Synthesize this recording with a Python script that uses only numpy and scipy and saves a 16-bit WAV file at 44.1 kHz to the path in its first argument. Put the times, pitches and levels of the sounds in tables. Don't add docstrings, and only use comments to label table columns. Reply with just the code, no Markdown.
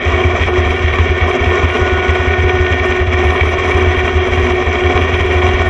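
import sys
import numpy as np
from scipy import signal
from scipy.fft import rfft, irfft, next_fast_len
from scipy.io import wavfile
from scipy.ndimage import uniform_filter1d, minimum_filter1d, map_coordinates

SR = 44100
rng = np.random.default_rng(int(sys.argv[2]) if len(sys.argv) > 2 else 0)


def field_ratio(decibels):
    return 10 ** (np.asarray(decibels, dtype=float) / 20)


def digitize_waveform(pressure):
    field = np.atleast_2d(pressure).T
    bounded = np.clip(field, -1, 1)
    quanta = np.round(bounded * 32767).astype(np.int16)
    wavfile.write(sys.argv[1], SR, quanta)


N = 250929
TEETH = 21


def curves(rows):
    s, *cols = np.transpose(rows)
    return [np.interp(np.arange(N) / SR, s, c) for c in cols]


def unit(x):
    return x / np.sqrt(np.mean(x ** 2) + 1e-20)


def wobble(rate):
    return map_coordinates(rng.standard_normal(int(N * rate / SR) + 4), [np.arange(N) * rate / SR])


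def humps(s, half, db):
    t = np.arange(0, N + 64, 64) / SR
    bells = np.exp(-((t - s[:, None]) / half[:, None]) ** 2)
    return np.interp(np.arange(N) / SR, t, db @ bells)


def spells(rows, edge, rest_db):
    s, length, db = np.transpose(rows)
    t = np.arange(N) / SR
    since_start = t - s[:, None]
    until_end = s[:, None] + length[:, None] - t
    on = np.clip(np.minimum(since_start, until_end) / edge + .25, 0, 1)
    return rest_db + (db - rest_db) @ on


def ring(x, power):
    size = next_fast_len(N + SR // 2)
    gain = power(np.fft.rfftfreq(size, 1 / SR)) + 1e-14
    cepstrum = irfft(np.log(gain / gain.mean()) / 2, size)
    cepstrum[1:size // 2] *= 2
    cepstrum[size // 2 + 1:] = 0
    return irfft(rfft(x, size) * np.exp(rfft(cepstrum)), size)[..., :N]


def modes(table, steep):
    def power(f):
        total = 0
        for center, width, db in table:
            damping = (f * width) ** 2
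            resonance = damping / ((center * center - f * f) ** 2 + damping)
            total = total + field_ratio(2 * db) * resonance ** steep
        return total
    return power


def spectrum(points):
    hz, db = np.transpose(points)
    return lambda f: field_ratio(2 * np.interp(np.log(f + 1), np.log(hz), db, left=-80, right=-80))


def shaft_turns():
    # (time [s], frequency [Hz])
    mesh_rate = [(0.0, 362.3), (0.7, 362.9), (1.55, 363.2), (1.8, 365.5), (2.2, 367.0), (2.8, 366.6),
                 (3.4, 364.9), (3.6, 365.2), (3.9, 366.7), (4.4, 366.4), (4.8, 362.2), (5.0, 362.6),
                 (5.4, 365.9), (5.7, 366.8)]
    return np.cumsum(curves(mesh_rate)[0]) / SR / TEETH


def chatter(shared, clump_db, swell_db, spiky_db):
    turns = shaft_turns()
    struck = rng.random(N) < 900 / SR
    sizes = field_ratio(spiky_db * np.minimum(rng.exponential(size=N), 3))
    taps = struck * sizes * rng.standard_normal(N)
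    gate = 1 + 0.21 * np.cos(2 * np.pi * TEETH * turns)
    swell = swell_db * np.cos(2 * np.pi * (turns - .33))
    effort_db = clump_db * (shared + 0.46 * wobble(30)) + swell
    return unit(field_ratio(effort_db) * gate * (rng.standard_normal(N) + 0.58 * unit(taps)))


def knocks():
    # (time [s], peak level [dB], guard level and gearbox level relative to it [dB])
    hard_knocks = [(0.0559, -10.5, -31, -13.5), (0.8814, -4, -38, -10), (0.9366, -4, -40, -13),
                   (0.9848, -3.5, -29, 0.5), (1.4602, -5, -31.5, -6), (1.7484, -4.5, -38, -8),
                   (2.0457, -6.5, -25, -5.5), (2.091, -1.5, -36, -12), (2.4342, -11, -26.5, -14),
                   (2.4945, -1, -42.5, -12.5), (2.797, -1.5, -49, -15.5), (2.8414, -6.5, -28.5, -14),
                   (2.9108, -1, -29, -3.5), (3.0682, -14.5, -29, -12.5), (3.248, -7.5, -36, -8.5),
                   (3.4088, -0.5, -32, -13), (3.454, -7.5, -21, -12.5), (3.5964, -6, -25, -6),
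                   (3.9246, -9.5, -39.5, -13.5), (3.9912, -3.5, -28, -9.5), (4.0779, -3, -31, -1.5),
                   (4.334, -3, -26, -6.5), (4.3735, -7.5, -30, -17), (4.5082, -10, -29, -10.5),
                   (4.667, -10.5, -32.5, -13), (4.7548, -3.5, -33.5, -0.5), (4.8996, -9.5, -30.5, -3.5),
                   (5.072, -13.5, -36, -15), (5.1421, 0, -30, -13), (5.4883, -4, -27, -8.5)]
    out = np.zeros((3, N + SR))
    t = np.arange(SR // 25) / SR
    envelope = field_ratio(-60 * t / 0.027) * (1 - np.exp(-t / 0.00083))
    for s, db, guard_db, box_db in hard_knocks:
        burst = envelope * rng.standard_normal((3, len(t)))
        burst[:, 8] += 3.5
        level = field_ratio(db + np.array([[-7.2], [guard_db - 8.5], [box_db - 4]]))
        start = round(s * SR)
        out[:, start:start + len(t)] += level * burst
    return out[:, :N]


def rattle():
    # (time [s], level [dB])
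    crop_load = [(0.0, -1.5), (0.17, 1.06), (0.8, -0.5), (1.2, .5), (1.8, -.5), (2.3, -0.3), (2.6, -1.5),
                 (3.05, -1), (3.3, -0.5), (3.77, 2), (4.1, -1), (4.5, 1), (4.7, -2), (4.95, 2.3), (5.25, 0),
                 (5.69, -0.1)]
    # (time [s], half length [s], level [dB], extra level in the lighter steel [dB])
    surges = [(0.19, 0.027, 1, -0.5), (0.342, 0.018, 2, -2), (0.447, .03, -8.5, 3.5),
              (0.483, .015, 7, -3.5), (0.521, 0.024, -2.5, -2.5), (0.582, .025, 5, -0.8),
              (0.622, 0.024, -2.5, 0.5), (0.649, .015, 1.5, -.7), (0.787, 0.017, -1.5, -2),
              (0.866, .02, -5, 2.5), (1.158, 0.03, -4, -1.3), (1.571, 0.025, 2, -0.2),
              (1.843, 0.013, -3.5, .7), (2.514, .012, 1.5, 0), (2.542, .02, -0.5, -1.5),
              (2.636, .015, -1.5, 0), (3.056, 0.011, -3, -4), (3.099, 0.017, -0.5, -1),
              (3.133, 0.014, 2, 1.5), (3.221, 0.036, 3.5, 0), (4.045, 0.023, -2.5, -0.3),
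              (4.063, .015, 6.5, -1), (4.26, .02, 2, -1.5), (4.637, .02, -3.5, 0), (4.944, 0.011, -0.5, -3),
              (5.058, 0.045, -2, -0.8), (5.147, 0.012, -0.5, 0), (5.179, .012, -4, 1),
              (5.202, 0.014, 3.5, 1), (5.343, .02, 2.5, 2)]
    # (start [s], length [s], level [dB])
    bolt_spells = [(0.173, 0.048, -63.5), (0.324, 0.042, -61), (0.448, 0.062, -59.5), (0.662, 0.13, -60),
                   (0.919, 0.046, -65), (1.258, 0.068, -60), (1.454, 0.062, -60), (1.67, 0.124, -58.5),
                   (2.034, 0.046, -63), (2.12, 0.082, -61), (2.628, 0.042, -61), (2.823, 0.058, -62),
                   (2.932, 0.036, -63), (3.014, 0.044, -61.5), (3.199, 0.18, -59.5), (3.431, 0.094, -59),
                   (3.64, 0.096, -56), (3.755, 0.068, -58), (3.906, 0.11, -60), (4.035, 0.072, -59),
                   (4.246, 0.048, -60), (4.307, 0.168, -60.5), (4.51, 0.058, -58), (4.612, 0.046, -63),
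                   (4.8, 0.114, -61), (4.947, 0.112, -61), (5.101, 0.32, -60.5), (5.447, 0.042, -59),
                   (5.508, 0.048, -60), (5.656, 0.03, -57)]
    # (frequency [Hz], power density [dB per Hz])
    gearbox_colour = [(110, -26), (140, -16.5), (190, -19.5), (255, -1.5), (305, -13.5), (350, -8),
                      (385, 3), (430, -2.5), (520, -11), (740, -3.5), (835, -19.5), (1000, -9.5),
                      (1100, -6), (1350, -16), (1700, -25)]
    # (frequency [Hz], width [Hz], level [dB])
    bar_modes = [
        (1484, 120, -10.5),
        (1881, 144, -3),
        (2288, 141, 0),
        (2420, 330, -17.5),
        (2788, 28, -5),
        (3191, 130, -8.5),
        (3340, 98, -10),
        (3806, 250, -20.5),
    ]
    # (frequency [Hz], width [Hz], level [dB])
    guard_modes = [(3860, 230, -3), (4840, 300, -18.5), (5040, 200, -7), (5440, 610, -6), (5950, 100, 3),
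                   (6130, 140, -10), (6340, 460, -14), (6735, 130, -8.5), (7100, 300, -17.5),
                   (7560, 250, -14.5), (7640, 99, -8), (8430, 90, -20.5)]

    shared = 0.52 * wobble(13) + 0.51 * wobble(45)
    s, half, db, extra_db = np.transpose(surges)
    load_db = curves(crop_load)[0] + humps(s, half, db)
    light_db = humps(s, half, extra_db)
    box_db = -20.5 + load_db
    bar_db = -22.5 + 0.57 * load_db + light_db
    guard_db = -43.5 + np.maximum(load_db + light_db, -1.5)
    bolt_db = spells(bolt_spells, edge=.012, rest_db=-74)

    bar_hit, guard_hit, box_hit = knocks()
    box = field_ratio(box_db + 2.01) * chatter(shared, clump_db=1.45, swell_db=1.2, spiky_db=5) + box_hit
    bar = field_ratio(bar_db + 1.67) * chatter(shared, clump_db=1.0, swell_db=1.17, spiky_db=6.5) + bar_hit
    guards = field_ratio(guard_db + 0.8) * chatter(shared, clump_db=2.0, swell_db=1.34, spiky_db=4.5) + guard_hit
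    bolts = field_ratio(bolt_db) * chatter(shared, clump_db=-0.2, swell_db=0.6, spiky_db=3.0)

    heavy = lambda f: modes(bar_modes, steep=1.2)(f) / (1 + (f / 3600) ** 8)
    thin = lambda f: modes(guard_modes, steep=1.3)(f) / (1 + (3500 / (f + 1)) ** 8)
    bolt_mode = modes([(9726, 120, 0.0036)], steep=2.3)
    low = ring(box, spectrum(gearbox_colour)) + ring(bar, heavy)
    return low + ring(guards, thin) + ring(bolts, bolt_mode)


def whine():
    # (time [s], mesh tone level [dB], edge contact level [dB])
    tooth_load = [(0.0, -27.5, -40), (0.2, -16.5, -33.5), (0.55, -16, -30), (0.87, -26.5, -39),
                  (1.14, -21, -33), (1.57, -19, -31.5), (1.88, -18, -32), (2.04, -21, -28.5),
                  (2.64, -17.5, -30), (3.22, -17.5, -30), (3.41, -21.5, -42), (3.88, -18.5, -35.5),
                  (4.14, -21.5, -39), (4.52, -16.5, -45), (4.85, -14.5, -34), (5.18, -19.5, -39),
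                  (5.4, -18, -38), (5.69, -20.5, -29.5)]
    # (multiple of the mesh rate [1], level relative to it [dB])
    overtones = [
        (2, -11.5),
        (3, -19),
        (8, -34),
    ]
    # (time [s], half length [s], level change [dB])
    slips = [
        (0.428, 0.058, -23.5),
        (0.72, .04, -5),
        (0.99, .03, -5),
        (1.25, 0.06, -8),
        (1.416, .04, -3),
        (1.668, .05, -8.5),
        (2.795, .06, -6.5),
        (3.092, .05, -7.5),
        (4.71, 0.083, -7.5),
        (5.043, .06, -7.5),
    ]
    phase = 2 * np.pi * TEETH * shaft_turns()

    def tone(k, db):
        level = np.sqrt(2) * field_ratio(db + 1.48 * wobble(25))
        return level * np.sin(k * (phase + 0.13 * wobble(20)))

    mesh_db, edge_db = curves(tooth_load)
    slip_db = humps(*np.transpose(slips))
    mesh_db = mesh_db + slip_db
    edge_db = edge_db + slip_db
    drift_db = 3
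    fifth_db = -31.5 + 0.48 * (edge_db - edge_db.mean()) + drift_db * wobble(6.02)
    out = tone(1, mesh_db - .6)
    out = out + tone(4, edge_db + 0.6 + drift_db * wobble(5.2)) + tone(5, fifth_db)
    return out + sum(tone(int(k), mesh_db + db) for k, db in overtones)


def clamp():
    # (time [s], clamp ring level [dB], drawbar thud level [dB])
    slams = [(0.121, -9.0, -10.0), (0.396, -11.0, -16.0), (0.453, -15.0, -15.0), (0.65, -10.0, -14.0),
             (0.69, -14.0, -8.0), (0.986, -8.0, -8.0), (1.212, -9.0, -11.0), (1.455, -7.0, -11.0),
             (1.625, -9.0, -12.0), (1.802, -11.0, -10.0), (1.912, -11.0, -14.0), (2.078, -8.0, -14.0),
             (2.433, -8.0, -7.0), (2.59, -10.0, -12.0), (2.793, -13.0, -13.0), (2.882, -13.0, -14.0),
             (2.995, -10.0, -15.0), (3.125, -13.0, -12.0), (3.241, -8.0, -15.0), (3.402, -9.0, -16.0),
             (3.739, -9.0, -12.0), (3.859, -9.0, -13.0), (4.142, -9.0, -12.0), (4.37, -12.0, -12.0),
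             (5.002, -13.0, -11.0), (5.122, -13.0, -9.0), (5.345, -10.0, -12.0), (5.531, -10.0, -7.0),
             (5.589, -11.0, -16.0), (5.647, -12.0, -13.0)]
    # (time [s], clamp ring level [dB])
    light_taps = [(0.054, -10.0), (0.243, -9.0), (0.572, -8.0), (0.835, -10.0), (0.927, -14.0),
                  (1.091, -10.0), (1.4, -12.0), (2.186, -14.0), (2.267, -9.0), (2.376, -10.0),
                  (2.528, -14.0), (2.703, -10.0), (3.064, -11.0), (3.177, -15.0), (3.281, -11.0),
                  (3.454, -13.0), (3.813, -14.0), (3.965, -12.0), (4.032, -13.0), (4.157, -16.0),
                  (4.309, -14.0), (4.424, -11.0), (4.5, -13.0), (4.661, -11.0), (4.841, -12.0),
                  (4.943, -10.0), (5.192, -11.0), (5.246, -13.0), (5.43, -11.0), (5.476, -12.0)]
    nudges = [.326, .505, .798, .887, 1.586, 1.774, 1.868, 1.964, 3.515, 3.574, 3.644, 3.67, 4.116, 4.275,
              4.556, 4.598, 4.75, 4.805, 5.076, 5.296]
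    push, lag = .0014, .0063
    t = np.arange(SR // 2) / SR

    def bump(at):
        return np.exp(-((t[:SR // 25] - at) / push) ** 2) / (push * SR * np.sqrt(np.pi))

    stroke = bump(.006) - bump(.006 + lag)
    spring = field_ratio(-60 * t / .31) * np.sin(2 * np.pi * 82.1 * t)
    thud = -field_ratio(-60 * t / .05) * np.sin(2 * np.pi * 40 * t)

    events = list(slams)
    events += [(s, db, db - 10.5) for s, db in light_taps]
    events += [(s, -19.5, -24) for s in nudges]
    blows = np.zeros((2, N))
    for s, *db in events:
        blows[:, round(s * SR)] = field_ratio(db)
    responses = [np.convolve(spring, stroke), np.convolve(thud, stroke)]
    jolts = signal.fftconvolve(blows, responses, axes=1)[:, :N]

    after = signal.fftconvolve(blows[0], field_ratio(-60 * t / 0.097))[:N]
    shaking = unit((0.1 + after) * rng.standard_normal(N))
    shudder = ring(shaking, modes([(93, 40, -2), (54.6, 45, -2.5)], steep=1.16))
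    return jolts.sum(axis=0) + field_ratio(-26.5) * shudder


def scene():
    return (clamp() + whine() + rattle())[None]


def squelch(x, floor_db, from_hz=4200, size=2048, count=8):
    hz, _, z = signal.stft(x, SR, nperseg=size)
    bands = np.abs(z[:, :-1].reshape(len(z), -1, count, z.shape[-1])) ** 2
    loud_enough = bands.max(axis=2) > field_ratio(2 * floor_db)
    heard = np.repeat(loud_enough, count, axis=1) | (hz[:-1, None] < from_hz)
    heard = np.pad(heard, ((0, 0), (0, 1), (0, 0)))
    return signal.istft(z * heard, SR, nperseg=size)[1][:, :N]


def limiter(x, top, size=SR // 200):
    need = np.minimum(1, top / (np.abs(x) + 1e-9))
    return x * uniform_filter1d(minimum_filter1d(need, 2 * size), size)


def low_pass(x):
    return signal.sosfilt(signal.butter(12, 12300, fs=SR, output="sos"), x)


def record(dry):
    dry = signal.lfilter(*signal.butter(1, 12, "high", fs=SR), dry)
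    held = limiter(dry, top=.97)
    mix = squelch(held, floor_db=-71.5)
    return low_pass(mix)


dry = scene()
out = record(dry)
digitize_waveform(out)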